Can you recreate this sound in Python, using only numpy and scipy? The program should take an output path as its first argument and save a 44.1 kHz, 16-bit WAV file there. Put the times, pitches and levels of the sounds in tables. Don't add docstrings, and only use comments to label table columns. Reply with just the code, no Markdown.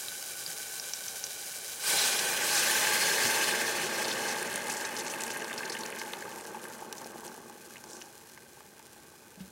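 import sys
import numpy as np
from scipy import signal
from scipy.fft import rfft, irfft, next_fast_len
from scipy.io import wavfile
from scipy.ndimage import uniform_filter1d, map_coordinates

SR = 44100
rng = np.random.default_rng(int(sys.argv[2]) if len(sys.argv) > 2 else 0)


def unload_audio(sound):
    columns = np.transpose(np.atleast_2d(sound))
    steps = np.round(np.clip(columns, -1, 1) * 32767)
    wavfile.write(sys.argv[1], SR, steps.astype(np.int16))


N = 419391

# (time [s], rise of its speed of sound [%], wetness of the bottom [0-1])
STEAM = [(1.7, 0, 0), (1.95, 4, .4), (2.4, 4.5, .6), (2.9, 10, 1), (5.3, 11.5, 1), (7.0, 8, 1),
         (8.7, 6.3, .5)]
# (pitch [Hz], lift when dry [dB], lift when wet [dB], share of steam's rise followed [1])
POT_AIR = [(785, 11, 10.5, .8), (1510, 12, 12, .55), (1700, 3, 7.5, .5), (1950, -2, 5.5, .7),
           (2330, 9, 7, 1), (2870, 2.5, 5.5, .35), (3130, 5.5, 4, 1.05), (3950, 7, 7, .8),
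           (4830, 5.5, 4, .6), (5500, 3, 1.5, .2), (6080, 3.5, 4.5, .15), (7000, 3, 2, 0),
           (8700, 3.5, 1, .1)]
# (pitch [Hz], width [Hz], lift [dB])
CORNER = [(100, 25, 5), (285, 40, -6), (360, 80, 6), (450, 50, 6), (550, 60, 5), (728, 45, -7),
          (890, 70, 3), (1120, 130, 5), (1345, 90, -7)]
# (pitch [Hz], width [Hz], lift [dB])
BROTH = [(228, 47, 10.5), (319, 320, 11), (928, 93, 3.5)]
# (time [s], level [dB], pitch [Hz], life [cycles])
OIL_POPS = [(0.084, -25, 3800, 3), (0.463, -26, 4700, 7), (0.798, -24, 5400, 5), (0.936, -19, 5600, 4),
            (1.082, -25, 5900, 8), (1.24, -20.5, 5750, 6)]
# (time [s], level [dB], pitch [Hz], life [cycles])
DROPS = [(4.428, -19.5, 8500, 2), (4.5585, -17.5, 9300, 5), (5.138, -32, 2550, 4), (5.211, -30, 2550, 2),
         (5.2365, -19, 7400, 3), (5.304, -28, 2550, 1.5), (5.422, -33, 2700, 3), (5.445, -26, 4500, 1.2),
         (5.499, -30, 2400, 1.5), (5.53, -31, 3300, 3), (5.633, -31.5, 2500, 4), (5.751, -33, 2850, 3),
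         (5.769, -27, 2520, 0.8), (5.835, -27.5, 4030, 3), (5.862, -24, 6000, 1), (6.016, -27, 1900, 1.5),
         (6.135, -22, 3400, 1.7), (6.224, -35, 1750, 3), (6.253, -33.5, 1080, 2), (6.546, -32.5, 920, 1.5),
         (6.641, -28.5, 9800, 3), (6.653, -36, 1600, 2), (6.81, -37, 900, 1), (6.927, -18, 7800, 1),
         (7.018, -36, 950, 1), (7.045, -32, 5100, 2), (7.266, -29, 8000, 3), (7.279, -32, 5800, 2),
         (7.758, -37.5, 1900, 2.5), (7.768, -37.5, 2600, 3), (7.84, -31, 5600, 1), (7.933, -31, 7000, 2.5),
         (7.968, -32, 6800, 2), (8.016, -33.5, 2700, 2), (8.021, -32.5, 5900, 3), (8.297, -32, 6100, 0.6),
         (8.376, -38, 1900, 1.6), (8.423, -46, 1900, 2), (8.606, -38, 1000, 1), (8.797, -38, 750, 0.7)]
# (time
# [s], level [dB], length [s], pitch [Hz])
FLURRIES = [(1.866, -24, 0.096, 8300), (1.945, -23, 0.15, 4200), (2.188, -19.5, 0.011, 4000),
            (2.52, -21.5, 0.14, 5830), (4.041, -24, 0.016, 4030), (4.099, -28, 0.038, 4470),
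            (4.272, -28.5, 0.06, 6500), (4.696, -24, 0.015, 7650), (4.716, -25.5, 0.026, 8200),
            (4.766, -24, 0.017, 7000), (4.845, -29, 0.019, 6500), (4.984, -28, 0.027, 6750),
            (5.064, -30, 0.013, 6550), (5.096, -28, 0.02, 6700), (5.303, -29, 0.015, 6000),
            (5.576, -28, 0.012, 5170), (5.65, -31.5, 0.01, 6000), (5.696, -26.5, 0.009, 6000),
            (5.718, -28, 0.017, 6100), (5.805, -31, 0.011, 5500), (5.985, -32, 0.027, 5500),
            (6.98, -34, 0.008, 6500), (7.86, -41.5, 0.17, 7140), (9.395, -43.5, 0.023, 2700)]
# (time [s], starting level [dB], pitch [Hz], time to fall 60 dB [s])
KNOCKS = [(0.477, -48, 170, 0.15), (3.244, -40, 115, 0.16), (3.255, -28, 238, 0.075),
          (9.374, -43, 187, 0.15), (9.405, -34.5, 187, 0.18), (9.41, -54, 76, 0.28)]
# (pitch [Hz], gain [dB])
FRY_COLOUR = [(120, -27), (400, -25), (1000, -14), (1500, -3.5), (2000, -5.5), (4500, -2), (6500, 2),
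              (11800, 1.5), (12400, -2.5), (15800, -4.5)]
# (pitch [Hz], gain [dB])
STEAM_COLOUR = [(40, -45), (400, -19.5), (1200, -3.5), (3500, 0), (6500, 1), (9000, 1.5), (11800, -1.5),
                (12400, -4.5), (15800, -6.5)]
# (pitch [Hz], gain [dB])
MUFFLE_COLOUR = [(4000, 0.5), (8000, -0.5), (12000, -3), (15500, -4)]
# (pitch [Hz], gain [dB])
BOIL_COLOUR = [(100, -42), (400, -2.5), (1200, -6.5), (1500, 0), (2000, 0.5), (2400, 2.5), (3000, -1.5),
               (9000, -19.5)]
# (pitch [Hz], gain [dB])
GURGLE_COLOUR = [(40, -46), (70, -15), (160, 4), (300, 3), (650, 7), (1000, -0.5), (1400, 4), (2500, -31),
                 (6000, -38)]
# (pitch [Hz], gain [dB])
TINY_COLOUR = [(100, -30), (900, -2), (3000, 0), (11000, 1), (13000, -4)]
# (pitch [Hz], gain [dB])
ROOM_COLOUR = [(35, -51), (55, -8), (150, -1), (450, -6), (700, -12.5), (15000, -22)]
# (start [s], rise [s], hold [s], level [dB], fall [dB per s])
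FLASHES = [(1.789, 0.1, 0.11, -28.5, 11.5), (2.347, 0.16, 0.78, -29.5, 12)]
# (start [s], rise [s], hold [s], level [dB], fall [dB per s])
GUSHES = [(1.836, 0.082, 0.1, -41, 31), (7.8, 0.089, 0.04, -51, 45)]
# (start [s], rise [s], hold [s], level [dB], fall [dB per s])
BLIPPING = (3.2, 1.1, 1.35, -46, 11.5)
# (start [s], rise [s], hold [s], level [dB], fall [dB per s])
SPATTERING = (3.2, 1.0, 1.0, -46.5, 7.5)

POUR_START_S, POUR_END_S, LAND_S, FILL_S = 1.67, 8.3, 0.47, 5.85
THINNING_S, LAST_DRIPS_S = 1.05, 0.2
FRY_DB, COOL_DB_PER_S = -40, 2.5
MUFFLE_DEPTH, SLOSH_DB = 0.4, 2.0
BOIL_DB, BOIL_PEAK_S, BOIL_STEEPNESS = -35.5, 1.215, 1.67
BOIL_IN_SIZZLE_DB, BROTH_BOIL_DB = -15.5, -66.5
CHURN_DB, DRY_DB, POOL_S, CHURN_HOLD_S = -37, -8, 1.3, 0.91
CUSHION_DB_PER_S = 3.5
SIMMER_DB, SIMMER_DEEP_DB = -54, -5
WIDTH_HZ, WIDTH_SHARE, BLUR = 85, .028, 2
SPLASH_S, SPLASH_HZ = .006, 2000
CHIRP = 0.025
TOP_HZ = 15850


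def sizzle(frying, steaming, depth):
    flutter_db = (.8 + SLOSH_DB * depth * pouring(THINNING_S)) * wobble(70)
    return amp(flutter_db) * (frying * fry(depth) + steaming * steam(depth))


def fry(depth):
    ticks = bubbles(rate=2500, pitch_hz=8300, spread=0.5, cycles=1.0, size_db=3.0, rise=0, size=60)
    dense = .6 * ticks + crackle(rate=2500, size_db=3.2) + .8 * rng.standard_normal(N)
    sparse = crackle(rate=550, size_db=3.0)
    source = blend(unit(dense), sparse, .75 * depth)
    return unit(in_pot(shaped(source, FRY_COLOUR))) * amp(.8 * wobble(40))


def steam(depth):
    source = patchy_noise(patchy_db=1.6, size=(4, 9))
    hiss = unit(in_pot(shaped(source, STEAM_COLOUR)))
    muffled = shaped(hiss, MUFFLE_COLOUR)
    return hiss + np.minimum(depth / MUFFLE_DEPTH, 1) * (muffled - hiss)


def heat():
    frying = amp(FRY_DB - COOL_DB_PER_S * since(POUR_START_S))
    steaming = combined([swell(*flash) for flash in FLASHES])
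    return frying, steaming


def boil(sizzling, depth):
    source = bubbles(rate=1400, pitch_hz=2200, spread=.45, cycles=2.5, size_db=3, rise=CHIRP, size=300)
    source = source + patchy_noise(patchy_db=1.8)
    age = since(POUR_START_S) / BOIL_PEAK_S
    surge = amp(BOIL_DB) * (age * np.exp(1 - age)) ** BOIL_STEEPNESS
    gain = combined([surge, amp(BOIL_IN_SIZZLE_DB) * sizzling, amp(BROTH_BOIL_DB) * depth])
    return gain * amp(0.39 * wobble(30)) * unit(in_pot(shaped(source, BOIL_COLOUR)))


def gurgle(depth):
    wash = bubbles(rate=900, pitch_hz=907, spread=0.427, cycles=2.7, size_db=1.5, rise=CHIRP, size=600)
    wash = in_pot(shaped(wash + amp(15.0) * rng.standard_normal(N), GURGLE_COLOUR))
    plops = bubbles(rate=480, pitch_hz=1280, spread=.27, cycles=1.9, size_db=2.6, rise=CHIRP, size=700)
    glugs = bubbles(rate=60, pitch_hz=600, spread=.3, cycles=1, size_db=2, rise=CHIRP, size=900)
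    broth = plops + amp(-14) * glugs + amp(5.5) * rng.standard_normal(N)
    broth = resonant(in_pot(shaped(broth, GURGLE_COLOUR)), BROTH)
    dry_db = DRY_DB * (1 - ramp(POUR_START_S, POOL_S))
    cushion_db = CUSHION_DB_PER_S * since(POUR_START_S + POOL_S + CHURN_HOLD_S)
    churn = pouring(THINNING_S) * amp(CHURN_DB + dry_db - cushion_db)
    simmer = amp(SIMMER_DB + SIMMER_DEEP_DB * depth)
    gain = combined([churn, simmer, *(swell(*gush) for gush in GUSHES)])
    return gain * amp(0.63 * wobble(17)) * blend(unit(wash), unit(broth), depth)


def flurries():
    out, t = np.zeros(N + SR), np.arange(SR // 2) / SR
    fizz, coarse = crackle(rate=9000, size_db=2), crackle(rate=1100, size_db=2.3)
    droplets = bubbles(rate=700, pitch_hz=6500, spread=.35, cycles=3.5, size_db=1.5, rise=CHIRP, size=140)
    ticks = blend(fizz, unit(coarse + droplets), ramp(POUR_START_S, FILL_S / 2))
    ticks = np.tile(ticks, 2)
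    for s, db, length, hz in FLURRIES:
        start = round(s * SR)
        band = signal.butter(1, [hz / 2, min(hz * 1.7, SR / 2.2)], "band", fs=SR)
        flurry = ticks[start:][:len(t)]
        flurry = unit(signal.lfilter(*band, signal.lfilter(*band, flurry)))
        age = 3 * t / length
        out[start:][:len(t)] += amp(db - 12) * flurry * age * np.exp(1 - age)
    return out[:N]


def pings(rows, snap_db, splash_db):
    out, t = np.zeros(N + SR), np.arange(SR // 20) / SR
    splashes = bubbles(rate=1200, pitch_hz=2000, spread=.7, cycles=2, size_db=1, rise=CHIRP, size=400)
    splashes = np.tile(splashes, 2)
    for s, db, hz, cycles in rows:
        start, age = round(s * SR), hz * t / cycles
        ring = np.sin(2 * np.pi * hz * t * (1 + CHIRP * age)) * np.exp(-age)
        snap = amp(snap_db) * rng.standard_normal(len(t)) * np.exp(-t / .0008)
        splash_gain = amp(splash_db) * min(1, SPLASH_HZ / hz)
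        splash = splash_gain * splashes[start:][:len(t)] * np.exp(-t / SPLASH_S)
        out[start:][:len(t)] += amp(db) * (ring + snap + splash)
    return out[:N]


def blips():
    rings = bubbles(rate=380, pitch_hz=2200, spread=.36, cycles=3.5, size_db=1.8, rise=CHIRP, size=700)
    drops = bubbles(rate=240, pitch_hz=8500, spread=.3, cycles=1.4, size_db=2.6, rise=0, size=80)
    drops = drops + .7 * echo(drops, t60=0.012)
    rings = unit(in_pot(shaped(rings, TINY_COLOUR))) * clusters()
    drops = unit(in_pot(shaped(drops, TINY_COLOUR))) * clusters()
    return pouring(LAST_DRIPS_S) * (swell(*BLIPPING) * rings + swell(*SPATTERING) * drops)


def clusters():
    return amp(4 * np.tanh(wobble(45)))


def knocks():
    out, t = np.zeros(N + SR), np.arange(SR // 3) / SR
    for s, db, hz, t60 in KNOCKS:
        body = np.sin(2 * np.pi * hz * t) + amp(-17.0) * rng.standard_normal(len(t))
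        onset = 1 - np.exp(-t / 0.0029)
        out[round(s * SR):][:len(t)] += amp(db - 60 * t / t60) * onset * body
    return out[:N]


def room_tone():
    return amp(-60.0) * unit(shaped(rng.standard_normal(N), ROOM_COLOUR))


def in_pot(x):
    x, t = resonant(x, CORNER), np.arange(N) / SR
    times = [row[0] for row in STEAM]
    out = np.zeros(N)
    for share, (_, rise, wet) in zip(np.eye(len(STEAM)), STEAM):
        out += np.interp(t, times, share) * resonant(x, air_modes(rise, wet))
    return out


def air_modes(rise_percent, wet):
    rise = rise_percent / 100
    modes = []
    for f, dry_db, wet_db, follow in POT_AIR:
        width = (WIDTH_HZ + WIDTH_SHARE * f) * (1 + BLUR * rise)
        modes.append((f * (1 + follow * rise), width, dry_db + wet * (wet_db - dry_db)))
    return modes


def bubbles(rate, pitch_hz, spread, cycles, size_db, rise, size):
    count = int(rate * N / SR)
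    start = rng.integers(0, N, (count, 1))
    pitch_factor = np.exp(spread * rng.standard_normal((count, 1))).clip(0, SR / 2.5 / pitch_hz)
    turns = pitch_hz * pitch_factor * np.arange(size) / SR
    age = turns / cycles
    strength = amp(size_db * np.minimum(rng.exponential(1, (count, 1)), 5))
    waves = strength * np.exp(-age) * np.sin(2 * np.pi * turns * (1 + rise * age))
    places = start + np.arange(size)
    return unit(np.bincount(places.ravel(), waves.ravel(), N + size)[:N])


def crackle(rate, size_db):
    strength = amp(size_db * np.minimum(rng.exponential(1, N), 5))
    return unit((rng.random(N) < rate / SR) * strength * rng.choice([-1, 1], N))


def patchy_noise(patchy_db, size=(5, 24)):
    z = signal.stft(rng.standard_normal(N), nperseg=256)[2]
    field = uniform_filter1d(rng.standard_normal(z.shape), size[0], 0)
    field = uniform_filter1d(field, size[1], 1)
    return unit(signal.istft(z * amp(patchy_db * unit(field)), nperseg=256)[1][:N])


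def pouring(trail_s):
    return ramp(POUR_START_S, LAND_S) * (1 - ramp(POUR_END_S - trail_s, trail_s))


def swell(start_s, rise_s, hold_s, level_db, fall_db_per_s):
    return ramp(start_s, rise_s) * amp(level_db - fall_db_per_s * since(start_s + rise_s + hold_s))


def ramp(start_s, length_s):
    return np.minimum(since(start_s) / length_s, 1)


def since(start_s):
    return np.maximum(np.arange(N) / SR - start_s, 0)


def wobble(rate):
    points = rng.standard_normal(int(N * rate / SR) + 4)
    return map_coordinates(points, [np.arange(N) * rate / SR], order=2)


def combined(gains):
    return np.linalg.norm(gains, axis=0)


def blend(a, b, share):
    share = np.clip(share, 0, 1)
    return np.sqrt(1 - share) * a + np.sqrt(share) * b


def amp(db):
    return 10 ** (np.asarray(db) / 20)


def unit(x):
    return x / np.sqrt(np.mean(x ** 2) + 1e-20)


def shaped(x, points):
    f, db = np.transpose(points)
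    return coloured(x, lambda hz: np.interp(np.log(hz + 1), np.log(f), db))


def resonant(x, modes):
    return coloured(x, lambda hz: sum(db / (1 + (2 * (hz - f) / w) ** 2) for f, w, db in modes))


def coloured(x, db_of_hz, size=4096):
    cepstrum = irfft(db_of_hz(np.fft.rfftfreq(size, 1 / SR)) * np.log(10) / 20)
    cepstrum[1:size // 2] *= 2
    cepstrum[size // 2 + 1:] = 0
    return signal.oaconvolve(x, irfft(np.exp(rfft(cepstrum))))[:N]


def echo(x, t60):
    t = np.arange(SR // 3) / SR
    tail = rng.standard_normal(len(t)) * amp(-60 * t / t60) * (t > .001)
    return signal.oaconvolve(x, tail / np.linalg.norm(tail))[:N]


def scene():
    frying, steaming = heat()
    depth = ramp(POUR_START_S, FILL_S)
    bursts = pings(OIL_POPS, snap_db=-16, splash_db=-32) + pings(DROPS, snap_db=-9, splash_db=-18) + flurries()
    bursts = in_pot(shaped(bursts, TINY_COLOUR))
    bursts = bursts + amp(-8) * echo(bursts, t60=.025)
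    dry = sizzle(frying, steaming, depth) + boil(np.hypot(frying, steaming), depth)
    dry = dry + gurgle(depth) + blips() + bursts + knocks()
    kitchen = amp(-19.5) * echo(dry, t60=0.81)
    return (dry + kitchen + room_tone())[None]


def record(dry):
    m = next_fast_len(N + SR // 2)
    kept = np.fft.rfftfreq(m, 1 / SR) < TOP_HZ
    return irfft(rfft(dry, m) * kept, m)[..., :N]


dry = scene()
out = record(dry)
unload_audio(out)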